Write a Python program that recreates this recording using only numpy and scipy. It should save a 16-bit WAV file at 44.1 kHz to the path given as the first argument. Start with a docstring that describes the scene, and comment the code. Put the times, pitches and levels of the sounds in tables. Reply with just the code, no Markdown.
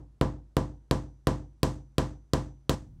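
"""Sharp ticks over a hollow boom, about three a second: a steel hammer taps an anchor into plasterboard.
Each blow cracks on the anchor, pushes air off the board and sets the wall's modes booming.
The tick brightens as the anchor bites, and the hammer head rings faintly.
A small room answers over a low hum, and the close microphone flattens every peak."""
import sys
import numpy as np
from scipy import signal
from scipy.fft import rfft, irfft, next_fast_len
from scipy.io import wavfile

SR = 44100
rng = np.random.default_rng(int(sys.argv[2]) if len(sys.argv) > 2 else 0)


def transcribe(signal):
    """Save signal, clipped to [-1, 1], as a 16-bit WAV file at the path in sys.argv[1]."""
    frames = np.atleast_2d(signal).T
    limited = np.clip(frames, -1, 1)
    pcm = np.round(limited * 32767).astype(np.int16)
    wavfile.write(sys.argv[1], SR, pcm)


N = 132300


def undb(db):
    """Decibels to gain."""
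    return 10 ** (np.asarray(db) / 20)


def along(points, hz):
    """Read (Hz, value) points on a log-frequency axis."""
    freqs, values = np.array(points, float).T
    return np.interp(np.log(np.maximum(hz, 1)), np.log(freqs), values)


def colour(x, points):
    """Minimum-phase EQ through (Hz, dB) points: nothing rings ahead of an attack."""
    n = x.shape[-1]
    size = 2 * next_fast_len(n // 2 + SR // 10)
    gain = undb(along(points, np.fft.rfftfreq(size, 1 / SR)))
    cepstrum = irfft(np.log(gain), size)
    cepstrum[1:size // 2] *= 2
    cepstrum[size // 2 + 1:] = 0
    return irfft(rfft(x, size) * np.exp(rfft(cepstrum)), size)[..., :n]


def ring(modes, t):
    """Struck modes: decaying sines that start at t = 0."""
    t = np.maximum(t, 0)
    return sum(undb(db) * np.sin(2 * np.pi * hz * t) * np.exp(-np.log(1000) * t / t60)
               for hz, db, t60 in modes)


def unit(x):
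    """Scale each channel to an energy of 1."""
    return x / np.sqrt(np.sum(x ** 2, axis=-1, keepdims=True))


def widen(pair, side_db):
    """Turn two unrelated signals, as mid and side, into left and right."""
    return pair[0] + undb(side_db) * pair[1] * np.array([[1], [-1]])


def add(out, x, start):
    """Mix x into out at a start time in seconds."""
    i = int(round(start * SR))
    a, b = max(i, 0), min(i + x.shape[-1], N)
    out[:, a:b] += x[:, a - i:b - i]


# The dark bed of room air. Each row: frequency in Hz, relative level in dB.
AIR_EQ = [(20, -7.5), (50, -5.5), (130, -12.5), (250, -17), (500, -26.5), (1200, -33.5), (2500, -43),
          (6000, -44), (10000, -48), (16000, -61.5)]
# The deep rumble. Each row: frequency in Hz, relative level in dB.
RUMBLE_EQ = [(15, -17.5), (35, 1.5), (70, -1.5), (140, -7), (300, -24.5), (1000, -67.5)]
AIR_DB, HUM_HZ, HUM_DB = -67, 135, -66.5
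RUMBLE_START_S, RUMBLE_RISE_S, RUMBLE_DB = 2.78, 0.02, -47.5

def room_tone():
    """Quiet air, a low hum and a rumble that swells in at the end."""
    t = np.arange(N) / SR
    air = unit(colour(rng.standard_normal(N), AIR_EQ)) * np.sqrt(N)
    rumble = unit(colour(rng.standard_normal(N), RUMBLE_EQ)) * np.sqrt(N)
    hum = np.sqrt(2) * np.sin(2 * np.pi * HUM_HZ * t)
    swell = np.clip((t - RUMBLE_START_S) / RUMBLE_RISE_S, 0, 1)
    return undb(AIR_DB) * air + undb(HUM_DB) * hum + undb(RUMBLE_DB) * swell * rumble


# The tail's decay before it dies away faster. Each row: frequency in Hz, seconds to fall 60 dB.
TAIL_DECAY = [(60, .38), (300, 0.48), (1000, 0.26), (3000, 0.27), (7000, 0.31), (10000, 0.22),
              (15000, 0.35)]
ROOM_LAG_S, ROOM_BUILD_S = 0.0042, 0.001
TAIL_KNEE_S, TAIL_LATE_FALL = 0.17, 0.4  # past the knee the tail falls 40% faster
THUD_SIDE_DB, TICK_SIDE_DB = -27.5, -19.5  # stereo width

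def room_tail(t, eq, side_db):
    """Dense reflections, nearly the same left and right; the lows hang on longest."""
    hz = np.fft.rfftfreq(len(t), 1 / SR)
    edges = np.r_[0, np.geomspace(90, SR / 2, 13)]
    noise = rfft(rng.standard_normal((2, len(t))))
    age = np.maximum(t - ROOM_LAG_S, 0)
    fall = age + TAIL_LATE_FALL * np.maximum(age - TAIL_KNEE_S, 0)
    build = 1 - np.exp(-age / ROOM_BUILD_S)
    tail = 0
    for lo, hi in zip(edges[:-1], edges[1:]):
        band = irfft(noise * ((hz >= lo) & (hz < hi)), len(t))
        envelope = build * np.exp(-np.log(1000) * fall / along(TAIL_DECAY, (lo + hi) / 2))
        tail = tail + unit(band * envelope) * np.sqrt(2 * (hi - lo) / SR)
    return widen(colour(tail, eq), side_db)


# The boom: modes of the wall and the corner in front of it.
# Each row: pitch in Hz, level in dB, seconds to fall 60 dB.
WALL_MODES = [(54.4, -27, 0.67), (62, -35.5, 0.13), (76.3, -31, 0.33), (83.2, -30.5, 0.43), (99, -29, 0.42),
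              (122.5, -26.5, 0.33), (134.86, -28, 0.48), (152, -27.5, 0.3), (198.5, -32.5, 0.36),
              (245.2, -29.5, 0.28), (286, -33, 0.26), (297.5, -29.5, 0.32), (317, -32, 0.13),
              (351, -31.5, 0.24), (419.8, -27.5, 0.14), (447.2, -41, 0.24), (517.3, -31.5, 0.28)]
# The knock of the board around the anchor. Each row: pitch in Hz, level in dB, seconds to fall 60 dB.
BOARD_MODES = [(475, -11.5, 0.019), (576, -40, 0.13), (619, -32.5, 0.11), (739, -35, 0.12),
               (756, -38.5, .22), (831, -42.5, 0.28), (942.3, -47, 0.4), (1017, -36, 0.23),
               (1072.4, -18, 0.026), (1162, -31.5, .13)]
# The push slapping back off nearby walls. Each row: delay in seconds, gain.
EARLY_ECHOES = [(.0078, 0.042), (0.013, .26), (0.0184, -.33), (.0445, .1)]
# The room's warm answer to the thud. Each row: frequency in Hz, gain in dB.
THUD_TAIL_EQ = [(25, -2), (60, 6), (130, 11.5), (320, 15.5), (430, 8.5), (560, 9.5), (720, 9.5),
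                (1100, 10.5), (1400, -7), (2200, -17), (5000, -53)]
PUSH_S, PUSH_DB = 0.0019, -6
BOARD_LAG_S, WALL_LAG_S = 0.00052, 0.0017

def wall_thud(t):
    """The board gives way and pushes the air, the whole wall swings back, and the room answers."""
    def push(lag):
        progress = np.clip((t - BOARD_LAG_S - lag) / PUSH_S, 0, 1)
        return undb(PUSH_DB) * np.sin(np.pi * progress) ** 2
    boom = ring(BOARD_MODES, t - BOARD_LAG_S) - ring(WALL_MODES, t - WALL_LAG_S)
    slaps = sum(gain * push(lag) for lag, gain in EARLY_ECHOES)
    return push(0) + boom + slaps + room_tail(t, THUD_TAIL_EQ, THUD_SIDE_DB)


# The hard edge of the contact. Each row: frequency in Hz, gain in dB.
CRACK_EQ = [(300, -16.5), (900, 11), (1300, 9), (2000, -2.5), (4300, -2), (5600, -3.5), (7500, 1),
            (10000, -10), (13000, -6), (16000, -10.5)]
CRACK_DECAY_S = 0.0025

def contact_crack(t):
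    """Steel meets the anchor: a very short burst of noise."""
    burst = unit(rng.standard_normal((2, len(t))) * np.exp(-t / CRACK_DECAY_S))
    return widen(colour(burst, CRACK_EQ), TICK_SIDE_DB)


# The anchor's short ping. Each row: pitch in Hz, level in dB, seconds to fall 60 dB.
ANCHOR_MODES = [(2580, -28, 0.022), (3315, -27, 0.014), (3878, -20.5, 0.008), (4461, -20, 0.012),
                (6160, -27, 0.0094), (9620, -27, 0.011), (11940, -31, 0.0071)]
# The room's bright answer to the tick. Each row: frequency in Hz, gain in dB.
TICK_TAIL_EQ = [(500, -2), (1500, 1.5), (2300, -5.5), (4500, -7), (6000, -7.5), (8000, -10.5),
                (10000, -18.5), (12500, -25.5), (16000, -46.5)]
# The blows. Each row: start in seconds, thud gain in dB, tick gain in dB, tick tilt in dB per octave,
# anchor gain within the tick in dB, gains of the hammer's lower and upper mode in dB.
HAMMER_BLOWS = [(-.144, -2, -8.5, -3, 0, -12, -18.5), (0.2121, 0.5, -3.5, -3, -3, -12.5, -18.5),
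                (0.5676, -0.5, -3.5, -1.5, -3, 0.5, -11), (.9111, -0.5, -1, -1.1, 2, 4.5, -11.5),
                (1.2708, 0.5, -0.5, -1.5, -1.5, 3, -11.5), (1.6313, -0.5, 1, 0.5, 1, -9, 4),
                (1.9822, -1, 0.5, -1.5, 0.5, -12.5, 4.5), (2.3346, -0.9, 0, -1, -1.5, -9, 5.5),
                (2.6947, -1.5, 2.5, 0.35, 0.5, 3, -1.5)]
HEAD_MODES_HZ, HEAD_DB, HEAD_T60_S = (5940, 6001), -70.5, 0.8
BLOW_LENGTH_S = 0.7
DROP_START_S, DROP_FALL_S, DROP_DB = 2.748, 0.0047, -5.5  # the last tail ducks abruptly

def hammering():
    """Every blow lands on one spot and sounds the wall, the anchor and two close hammer-head modes."""
    t = np.arange(int(BLOW_LENGTH_S * SR)) / SR
    thud = wall_thud(t)
    ping = ring(ANCHOR_MODES, t)
    tick_tail = room_tail(t, TICK_TAIL_EQ, TICK_SIDE_DB)
    head_low, head_high = (ring([(hz, HEAD_DB, HEAD_T60_S)], t) for hz in HEAD_MODES_HZ)
    out = np.zeros((2, N))
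    for start, thud_db, tick_db, tilt, anchor_db, low_db, high_db in HAMMER_BLOWS:
        tilt_eq = [(1000, -2 * tilt), (16000, 2 * tilt)]  # two octaves either side of 4 kHz
        tick = colour(contact_crack(t) + undb(anchor_db) * ping + tick_tail, tilt_eq)
        head = undb(low_db) * head_low + undb(high_db) * head_high
        add(out, undb(thud_db) * thud + undb(tick_db) * tick + head, start)
    drop = np.clip((np.arange(N) / SR - DROP_START_S) / DROP_FALL_S, 0, 1)
    return out * undb(DROP_DB * drop)


def scene():
    """Hammering up front, quiet room tone behind."""
    return hammering() + room_tone()


LOW_CUT_HZ, HIGH_CUT_HZ = 34, 16300
CEILING, CLIP_HARDNESS = 0.25, 2.2

def record(dry):
    """The microphone loses the deepest bass and overloads softly on each blow; the top is cut."""
    lean = signal.sosfilt(signal.butter(1, LOW_CUT_HZ, "high", fs=SR, output="sos"), dry)
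    squashed = lean / (1 + np.abs(lean / CEILING) ** CLIP_HARDNESS) ** (1 / CLIP_HARDNESS)
    return signal.sosfilt(signal.ellip(8, .2, 70, HIGH_CUT_HZ, fs=SR, output="sos"), squashed)


dry = scene()
out = record(dry)
transcribe(out)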